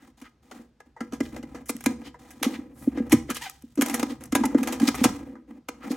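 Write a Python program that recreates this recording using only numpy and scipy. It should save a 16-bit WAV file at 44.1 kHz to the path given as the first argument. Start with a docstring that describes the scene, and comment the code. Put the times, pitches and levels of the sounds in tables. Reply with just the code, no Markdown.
"""A hand rubs softly at small plastic picks spilled on a bathroom cabinet shelf, close to the microphone.
From about 1 s, nails and picks catch and snap harder, and knuckles bump the hollow shelf.
A heavy shove rocks the cabinet at 3.1 s, and at 3.4 s a dragging edge squeaks once.
The rubbing and clatter are busiest from 3.8 to 5.1 s, then thin out to a last bump near 5.9 s.
All along, the cabinet rings under the bumps and the tiled room adds a short echo."""
import sys
import numpy as np
from scipy import signal
from scipy.fft import rfft, irfft
from scipy.io import wavfile
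from scipy.ndimage import uniform_filter1d

SR = 44100
rng = np.random.default_rng(int(sys.argv[2]) if len(sys.argv) > 2 else 0)


def output_pcm(signal):
    """Save a mono or channel-first signal as 16-bit PCM at the path in sys.argv[1].

    Samples are clipped to [-1, 1] before scaling.
    """
    pcm = np.clip(np.atleast_2d(signal).T, -1, 1) * 32767
    wavfile.write(sys.argv[1], SR, np.round(pcm).astype(np.int16))


N = 262836
T = np.arange(N) / SR

# Nails and picks snapping: start_s, level_db, hardness_db (low is dull, high is crisp), fade_s
SNAPS = [(0.215,-41.5,1,0.062), (0.5117,-35.5,-6.5,0.07), (0.802,-41.5,-7,0.048), (.964,-46.5,-18.5,0.14),
         (1.0057,-28.5,-9.5,0.052), (1.1228,-35.5,-6,0.047), (1.1322,-37,-1.5,0.12),
         (1.2043,-25.5,-5.5,0.042), (1.3627,-34,-6.5,0.058), (1.4277,-37,-6.5,0.054), (1.5456,-38,-8,0.15),
         (1.6564,-49.5,10.5,0.32), (1.694,-22,-1,0.05), (1.7666,-30.5,7,0.0084), (1.8068,-33,6.5,0.034),
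         (1.8396,-30,9.5,0.045), (1.8599,-14.5,0.5,0.043), (2.142,-47.5,-16,0.12), (2.3047,-42,9,0.11),
         (2.4296,-12,6,.025), (2.44,-24,0.5,0.11), (2.9728,-33.5,-12,0.087), (3.097,-38.5,8.5,0.034),
         (3.1207,-15,7.5,0.076), (3.1278,-20,-0.5,0.038), (3.3003,-22,4.5,0.079), (3.345,-35.5,21,0.2),
         (3.368,-28,6,0.027), (3.4967,-29,17,0.022), (3.622,-46.5,10.5,0.024), (3.7547,-45.5,12,0.048),
         (3.7733,-38.5,-6,0.21), (3.8121,-11,2.5,0.013), (3.8182,-16,6.5,0.062), (3.8604,-25.5,7,0.061),
         (3.884,-29,10,0.035), (3.897,-24.5,1.5,0.054), (3.9083,-33,9,.07), (3.941,-21,6,0.099),
         (3.9952,-24,0,0.064), (4.0287,-17.5,-3.5,0.032), (4.207,-48.5,2,0.12), (4.2371,-35.5,13,0.032),
         (4.2554,-41.5,17,0.047), (4.3227,-18.5,0.5,0.038), (4.351,-12,2,0.06), (4.4354,-21,-11.5,0.064),
         (4.4545,-19,9,0.031), (4.5454,-31,-13.5,0.081), (4.6305,-25,3,0.063), (4.6726,-22.5,0,0.094),
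         (4.683,-26.5,-10.5,0.025), (4.7235,-26,1.5,0.11), (4.799,-25,-1.5,0.05), (4.878,-16,-1,0.014),
         (4.8861,-12,0,0.026), (4.943,-25.5,-9.5,0.045), (4.9496,-31,6,0.095), (5.0408,-7.5,2.5,0.019),
         (5.0453,-11.5,-2.5,0.067), (5.3535,-44,-23,0.092), (5.686,-24,-2,0.04), (5.914,-33,3,0.069)]
# Bumps on the shelf: start_s, level_db, pitch_hz, knock_db, ring_db (the last two add to level_db)
BUMPS = [(0.22,-43,263,-7,11), (0.596,-46,255,-3,15.5), (1.011,-29,249,-25,8), (1.131,-28,258,-2.5,5),
         (1.207,-20,277,-3,7.5), (1.437,-32.5,275,-6,0), (1.548,-42,286,5,13), (1.698,-26.5,270,0,4),
         (1.75,-36,242,-17,13), (1.865,-16.5,264,-4.5,7), (2.416,-34.5,289,-9,13), (2.465,-18,260,-6,7),
         (2.589,-27.5,272,-24,-2), (2.876,-10.5,269.6,-14,-10), (2.976,-34,284,-7.5,21.5),
         (3.004,-18,250,-6,0.5), (3.127,-6.5,298.6,-22,0), (3.139,-7,265,-10,-5.5), (3.293,-26.5,312,-5,-4),
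         (3.306,-25.5,250,-9,1), (3.638,-38.5,255,-12,6.5), (3.776,-24,309,-15.5,10),
         (3.789,-18,281,-8.5,11.5), (3.824,-20.5,261,-5,9), (4.031,-17,267,-5.5,-14),
         (4.328,-15,269,-20,-12.5), (4.358,-18,282,-8.5,5), (4.412,-19.5,263,-20,3),
         (4.444,-20.5,277,-13,-2), (4.458,-21,258,-21.5,-3), (4.55,-9,278.6,-5,2),
         (4.617,-19.5,264,-23.5,-3), (4.811,-17,257,-20.5,-4.5), (4.829,-10,262,-27.5,-1.5),
         (4.882,-14.5,268,-30,1.5), (5.015,-14,249,-12,-1), (5.055,-8,264,-15.5,-3.5),
         (5.103,-24,235,-9,-2), (5.521,-46,250.5,-21.5,13.5), (5.689,-33,286,-18,-1),
         (5.907,-16,263,-10.5,-28)]
# Shoves that rock the whole cabinet: start_s, level_db
SHOVES = [(1.21, -40), (1.866, -37.5), (2.878, -41), (3.136, -21), (3.163, -28), (4.357, -43),
          (4.443, -39.5), (4.552, -36.5), (5.052, -28)]
# Strokes of the hand: start_s, length_s, level_db, hardness_db (low is skin, high is nail or plastic)
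STROKES = [(0,0.084,-48,4), (0.169,.09,-53.5,8.5), (0.419,.08,-51.5,4.5), (.51,0.11,-45.5,2),
           (.85,0.02,-52.5,-1.5), (1.01,0.053,-44,-2.5), (1.108,0.062,-44,-0.5), (1.22,0.052,-40.5,8.5),
           (1.318,0.056,-34,-1.5), (1.44,.17,-45,-2), (1.71,0.18,-65,28), (1.879,0.02,-29.5,-4),
           (1.98,0.098,-41,-0.5), (2.188,0.32,-45.5,4), (2.438,0.12,-33,1.5), (2.59,.13,-51,-8),
           (2.751,0.14,-43.5,-0.5), (2.91,.17,-40,-5), (3.1,0.056,-27,5), (3.269,0.15,-49.5,13.5),
           (3.409,0.053,-37.5,18), (3.519,0.21,-63,16.5), (3.84,0.14,-27,3.5), (3.98,0.14,-32,0.5),
           (4.2,0.046,-37,2), (4.361,0.16,-31.5,-4.5), (4.571,0.21,-28.5,-0.5), (4.811,0.087,-24,5.5),
           (4.972,.11,-22.5,3.5), (5.11,0.077,-41.5,1), (5.191,0.11,-41.5,-4.5), (5.32,0.096,-58.5,-12.5),
           (5.47,0.09,-47,-5), (5.71,0.12,-47,-2.5), (5.832,.13,-33,-1.5)]
# Rumble of the arm leaning on the cabinet: time_s, level_db
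ARM_RUMBLE = [(0,-68.5), (.9,-74), (1.2,-49), (1.75,-60), (1.9,-52), (2.3,-65), (3.05,-48.5), (3.18,-41.5),
              (3.5,-67.5), (4,-56), (4.45,-49.5), (4.7,-57), (5.12,-40), (5.4,-73), (5.96,-62)]
# Short scrapes: middle_s, half_length_s, level_db, brightest_hz
SCRAPES = [(0.024,0.05,-65,1690), (0.259,0.018,-50,1510), (0.588,0.015,-59,1180), (1.259,0.0061,-48,2900),
           (1.698,0.0092,-31,8700), (2.068,0.023,-48.5,3080), (2.432,0.0039,-25,3100),
           (2.446,0.0076,-30,2980), (2.549,0.019,-44,2430), (2.825,0.057,-56.5,9600),
           (2.982,0.022,-48.5,1910), (3.121,0.004,-24.5,2230), (3.307,0.014,-33.5,1600),
           (3.368,0.018,-38.5,3060), (3.448,0.033,-40.5,2490), (4.108,0.013,-46.5,3360),
           (4.88,0.0059,-24,4270), (4.993,0.022,-42,2600), (5.043,0.0056,-22.5,6000),
           (5.841,0.02,-43.5,1300), (5.915,0.013,-43,4560)]
# Light fingertip taps: start_s, level_db, pitch_hz
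TAPS = [(.803, -43, 1663), (.9645, -36.5, 900), (1.006, -30, 1350), (2.143, -38.5, 974),
        (4.437, -16.5, 883)]
# The course of the squeak: time_s, pitch_hz, level_db
SQUEAK = [(3.405, 820, -60), (3.416, 880, -43), (3.428, 970, -37), (3.440, 940, -41), (3.450, 890, -39),
          (3.461, 790, -39), (3.472, 765, -38), (3.488, 750, -60)]
# Pitches that the shelf board favours: pitch_hz, width_hz, boost_db
BOARD_PEAKS = [(486.6, 20, 6), (778, 110, 6), (991.5, 17, 9.5), (1262, 176, 9.5), (1633, 33, 10),
               (1937, 270, 6.5), (2063, 49, 6), (2416, 86, 7.5), (3060, 430, 3.5), (5920, 27, -1.5),
               (6240, 880, 0.5), (11170, 340, 5)]
# Notes of the hollow cabinet: pitch_hz, level_db, fade_s (every fade_s is the time to fall by 60 dB)
CABINET_NOTES = [(68.1, 0.5, 0.37), (137.4, 0, 0.067), (170.6, -16.5, 0.39), (235.3, -0.5, 0.15),
                 (270.1, -3.5, 0.2), (322.8, -5.5, 0.26), (486.2, -0.5, 0.22)]
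# Echo of the tiled room: low_hz, high_hz, fade_s, level_db
ROOM_ECHO = [(99.6, 790, 0.54, -19.5), (626, 1840, 0.37, -16), (2380, 8600, 0.29, -14),
             (7000, 7800, 0.21, -29.5)]

# Tone curves, which say how strong a sound is from bass to treble: frequency_hz, level_db
CLACK_TONE = [(150, -45), (400, 11), (600, 5), (1300, 0), (2000, 1), (3000, -48), (6000, -42)]  # a pick clacking on the board
SNAP_TONE = [(900, -1.5), (1700, 8.5), (2400, 4), (3500, 0.5), (4700, 0.5), (6500, 4), (8500, -1.5),
             (14000, -21)]  # the snap of the pick itself
CRISP_TONE = [(3000, -19.5), (5500, 4.5), (7500, 5), (10000, 4), (13000, 0), (16000, -9.5)]  # a hard edge ticking
DRUM_TONE = [(60, -50.5), (170, -24), (230, 1.5), (280, 2), (330, -3.5), (400, -22.5), (520, -12),
             (900, -57.5)]  # skin drumming the board
RASP_TONE = [(200, -31), (450, -11), (800, 4), (1400, -7.5), (2400, -7.5), (3500, -20), (5000, -29),
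             (10000, -51.5)]  # the rough middle of a rub
HISS_TONE = [(1500, -7.5), (3500, 12.5), (4700, 8), (6500, 11), (9000, 8), (12000, 1.5), (16000, 4.5)]  # nails and plastic sliding
RUMBLE_TONE = [(20, -51.5), (40, -12), (67, 2), (95, -8.5), (140, -4.5), (200, -13), (500, -56)]  # the leaning arm
SQUEAK_TONE = [(300, -16), (750, -7), (2200, -4), (3000, -4), (7000, -10)]  # the squeaking board
AIR_TONE = [(25, -30.5), (60, 5), (100, -12), (260, -9), (500, -21), (2000, -31.5), (6000, -39.5),
            (16000, -57.5)]  # still room air
SIDE_TONE = [(60, -23), (260, -23), (600, -9), (1300, -8), (2400, -18.5), (4400, -1.5), (8000, -13.5),
             (15000, 1.5)]  # how much stereo width is kept
LEFT_MIC_TONE = [(350, -1.6), (700, 1.0), (1300, -0.26), (2200, -0.26)]  # a little louder near 700 Hz
RIGHT_MIC_TONE = [(350, -1.28), (700, -1.8), (1300, -0.22), (2200, -0.27)]


def snaps(drag_db=-23, drag_s=0.002, crack_db=3, crack_s=0.00029, piece_width_hz=220, piece_boost_db=4.5):
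    """A pick drags for an instant, lets go with a crack and rattles on the board at its own pitches."""
    t = T[:SR // 6] - 0.02  # the pick lets go at t = 0
    after = np.maximum(t, 0)
    drag = undb(drag_db) * np.exp(-np.abs(t) / drag_s)
    crack = undb(crack_db) * np.exp(-after / crack_s)
    out, slips = np.zeros((2, N)), tiny_slips(14000, 4.55)
    piece_pitches = 400 + np.cumsum(rng.uniform(500, 1800, (len(SNAPS), 12)), axis=1)
    for (start_s, db, hardness, fade_s), pitches in zip(SNAPS, piece_pitches):
        rise_s = 0.0012 * (fade_s / 0.05) ** 0.36  # a long rattle builds up more slowly
        onset = 1 - np.exp(-(after / rise_s) ** 2)
        rattle = undb(db) * np.take(slips, int(start_s * SR) + np.arange(len(t)), axis=1, mode="wrap")
        peaks = list(BOARD_PEAKS) + [(hz, piece_width_hz, piece_boost_db) for hz in pitches]
        # A harder contact has less clack and more crisp edge, which dies first.
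        shares = undb([-hardness, 2, hardness - 4])
        shares /= np.linalg.norm(shares)
        for share, tone, stretch in zip(shares, (CLACK_TONE, SNAP_TONE, CRISP_TONE), (1.09, 1, 0.74)):
            release = onset * (undb(-60 * after / (fade_s * stretch)) + crack)
            add(out, start_s - 0.0005 + t[0], share * colour((release + drag) * rattle, tone, peaks))
    return out


def bumps(rise_s=0.0084, knock_ratio=1.695, lead_s=0.00325, shove_hz=122, shove_s=0.006):
    """Knuckles and shoves shake the shelf. Gives the thuds and the sound that the hand lets ring on."""
    t, out = T[:SR // 12], np.zeros((2, N))
    for start_s, db, hz, knock_db, ring_db in BUMPS:
        thud = undb(1) * shelf_swing(t, hz, rise_s)
        knock = undb(knock_db) * shelf_swing(t, hz * knock_ratio, rise_s * 0.35)
        add(out, start_s - lead_s, (thud + knock) * undb([db, db + ring_db])[:, None])
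    shove = t / shove_s * np.exp(1 - t / shove_s) * np.sin(2 * np.pi * shove_hz * t)
    for start_s, db in SHOVES:
        add(out, start_s, undb(db - 2) * shove)
    return out


def shelf_swing(t, hz, rise_s, sag=0.015):
    """The shelf swings a few times under a soft blow; its pitch sags as the hand presses on it."""
    age = t / rise_s
    pitch_hz = hz * (1 + sag * np.tanh(1 - age))
    return age ** 2 * np.exp(1 - age ** 2) * np.sin(2 * np.pi * np.cumsum(pitch_hz) / SR)


def rubbing(drum_db=-5, rasp_db=-17, hiss_db=-25, tick_db=-30, grip_spread_db=3.5):
    """Skin and nails slip over the board as the grip wavers; the arm rumbles and loose picks tick."""
    drum, rasp, hiss = sum(undb([db - hardness, db, db + hardness])[:, None] * stroke(start_s, length_s)
                           for start_s, length_s, db, hardness in STROKES)
    arm_db, = curves(ARM_RUMBLE)
    grip_db = grip_spread_db * wander(110)
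    slips = tiny_slips(3300, 1.9)
    out = colour(drum * undb(drum_db + grip_db / 2) * tiny_slips(900, 1.9), DRUM_TONE, BOARD_PEAKS)
    out += colour(rasp * undb(rasp_db + grip_db) * slips, RASP_TONE, BOARD_PEAKS)
    fine_slips = unit_level(slips + 2.5 * tiny_slips(16000, 1.4))
    out += colour(hiss * undb(hiss_db + grip_db) * fine_slips, HISS_TONE, BOARD_PEAKS)
    out += colour(undb(arm_db) * rng.standard_normal((2, N)), RUMBLE_TONE)
    return out + colour(hiss * undb(tick_db) * tiny_slips(120, 1.8), SNAP_TONE, BOARD_PEAKS)


def stroke(start_s, length_s, rise_s=0.011, ease_s=0.028):
    """The hand gets moving, keeps its pace and eases off."""
    return np.clip((T - start_s) / rise_s, 0, 1) * np.exp(-np.maximum(T - start_s - length_s, 0) / ease_s)


def scrapes():
    """A nail or a pick drags a short way: a spray of tiny slips swells and fades."""
    out, slips = np.zeros((2, N)), tiny_slips(6000, 2.2)
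    for middle_s, half_s, db, hz in SCRAPES:
        first = max(int((middle_s - 3 * half_s) * SR), 0)
        last = int((middle_s + 3 * half_s) * SR)
        swell = undb(db) * np.exp(-((T[first:last] - middle_s) / half_s) ** 2)
        tone = [(hz / 8, -30), (hz / 2, -9), (hz, 0), (hz * 2, -9), (hz * 8, -30)]
        add(out, first / SR, colour(slips[:, first:last] * swell, tone, BOARD_PEAKS))
    return out


def taps(fade_s=0.056, rise_s=0.0014):
    """A fingertip lands on the board, which answers with one short note."""
    t, out = T[:SR // 10], np.zeros(N)
    for start_s, db, hz in TAPS:
        loudness = undb(db - 60 * t / fade_s) * (1 - np.exp(-t / rise_s))
        add(out, start_s, loudness * np.sin(2 * np.pi * hz * t))
    return out


def squeak(pitch_wobble=0.014, rough_db=3.5):
    """An edge sticks and slips so evenly for a moment that the board sounds a note."""
    hz, db = curves(SQUEAK)
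    phase = 2 * np.pi * np.cumsum(hz * (1 + pitch_wobble * wander(900))) / SR
    buzz = unit_level(sum(np.sin(k * phase) / k for k in range(1, 10)))
    sounding = (T > SQUEAK[0][0]) & (T < SQUEAK[-1][0])
    loudness = sounding * undb(db + rough_db * wander(300))
    return apply_filter(buzz * loudness, tone_filter(SQUEAK_TONE, BOARD_PEAKS))[0]


def cabinet(sound, ring_db=-2):
    """The hollow box adds its own ringing notes to whatever shakes it."""
    t, ring = T[:SR // 2], 0
    for hz, db, fade_s in CABINET_NOTES:
        balance = 2 * np.log(1000) / (fade_s * SR)  # keeps a long note from building up louder
        ring += balance * undb(db - 60 * t / fade_s) * np.cos(2 * np.pi * hz * t)
    return sound + undb(ring_db) * apply_filter(sound, ring)


def bathroom(sound, gap_s=0.0049, build_s=0.0058):
    """Sound bounces off the tiles and blurs into a short echo whose treble dies first."""
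    t, echo = T[:SR], 0
    onset = 1 - np.exp(-np.maximum(t - gap_s, 0) / build_s)
    for low_hz, high_hz, fade_s, db in ROOM_ECHO:
        shape = onset * undb(-60 * t / fade_s)
        band = signal.butter(2, [low_hz, high_hz], "band", fs=SR, output="sos")
        noise = signal.sosfilt(band, rng.standard_normal((2, len(t))))
        echo += undb(db) * noise * shape / np.linalg.norm(shape)
    return apply_filter(sound, echo)


def room_air(level_db=-65):
    """The still room makes a faint, low hush."""
    return undb(level_db) * colour(rng.standard_normal((2, N)), AIR_TONE)


def tiny_slips(per_second, spread_db):
    """Clicks at random moments, many small and a few large, in two rows: mid and side."""
    happens = rng.random(N) < per_second / SR
    size = undb(spread_db * np.minimum(rng.exponential(size=N), 4))  # the grip limits the size
    return unit_level(happens * size * rng.choice([-1, 1], (2, N)))


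def wander(rate_hz):
    """A smooth random drift, about 1 in size."""
    step = int(SR / rate_hz)
    stairs = np.repeat(rng.standard_normal(N // step + 1), step)
    return unit_level(uniform_filter1d(stairs, step))[:N]


def tone_filter(tone, peaks=(), size=4096):
    """Build a filter from a tone curve and any ringing peaks on top of it."""
    grid_hz = np.maximum(np.fft.rfftfreq(size, 1 / SR), 1)
    hz, db = np.transpose(tone)
    curve_db = np.interp(np.log(grid_hz), np.log(hz), db)
    peaks_db = sum(boost / (1 + (2 * (grid_hz - pitch) / width) ** 2) for pitch, width, boost in peaks)
    # Folding the second half onto the first makes the filter ring only after a hit.
    folded = irfft(np.log(undb(curve_db + peaks_db)))
    folded[1:size // 2] *= 2
    folded[size // 2 + 1:] = 0
    return irfft(np.exp(rfft(folded)))[:size // 2]


def colour(noise, tone, peaks=()):
    """Give plain noise a tone while keeping its power."""
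    response = tone_filter(tone, peaks)
    return apply_filter(noise, response / np.linalg.norm(response))


def apply_filter(sound, response):
    """Pass each row of a sound through a filter or an echo."""
    return signal.fftconvolve(np.atleast_2d(sound), np.atleast_2d(response), axes=-1)[:, :N]


def curves(table):
    """Join the rows of a table with straight lines in time."""
    time_s, *columns = np.transpose(table)
    return [np.interp(T, time_s, column) for column in columns]


def add(track, start_s, sound):
    """Mix a sound into a track at a given time."""
    first = max(int(start_s * SR), 0)
    track[..., first:first + sound.shape[-1]] += sound[..., :N - first]


def undb(db):
    """Turn decibels into a number to multiply by."""
    return 10 ** (np.asarray(db) / 20)


def unit_level(sound):
    """Scale a sound to an average power of 1."""
    return sound / np.sqrt(np.mean(sound ** 2))


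def scene(echo_side_db=4, bump_ring_db=2):
    """The hand sounds through cabinet and room. Row 0 (mid) is the centre; row 1 (side) adds width."""
    thuds, ringing = bumps()
    ringing = undb(bump_ring_db) * ringing
    near = snaps() + scrapes() + rubbing()
    near[0] += ringing + squeak() + taps()
    near = cabinet(near)
    echo = bathroom(near[0]) * undb([0, echo_side_db])[:, None]
    near[0] += thuds - ringing  # the part of a bump that the hand muffles is heard only directly
    mid, side = near + echo + room_air()
    side = apply_filter(side, tone_filter(SIDE_TONE))[0]
    left = apply_filter(mid + side, tone_filter(LEFT_MIC_TONE))[0]
    right = apply_filter(mid - side, tone_filter(RIGHT_MIC_TONE))[0]
    return np.array([left, right])


def record(dry):
    """The recorder rounds off the loudest peaks and cuts the highest treble."""
    treble_cut = signal.ellip(10, 0.2, 80, 16100, fs=SR, output="sos")
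    return signal.sosfilt(treble_cut, np.tanh(0.83 * dry) / 0.75)


dry = scene()
out = record(dry)
output_pcm(out)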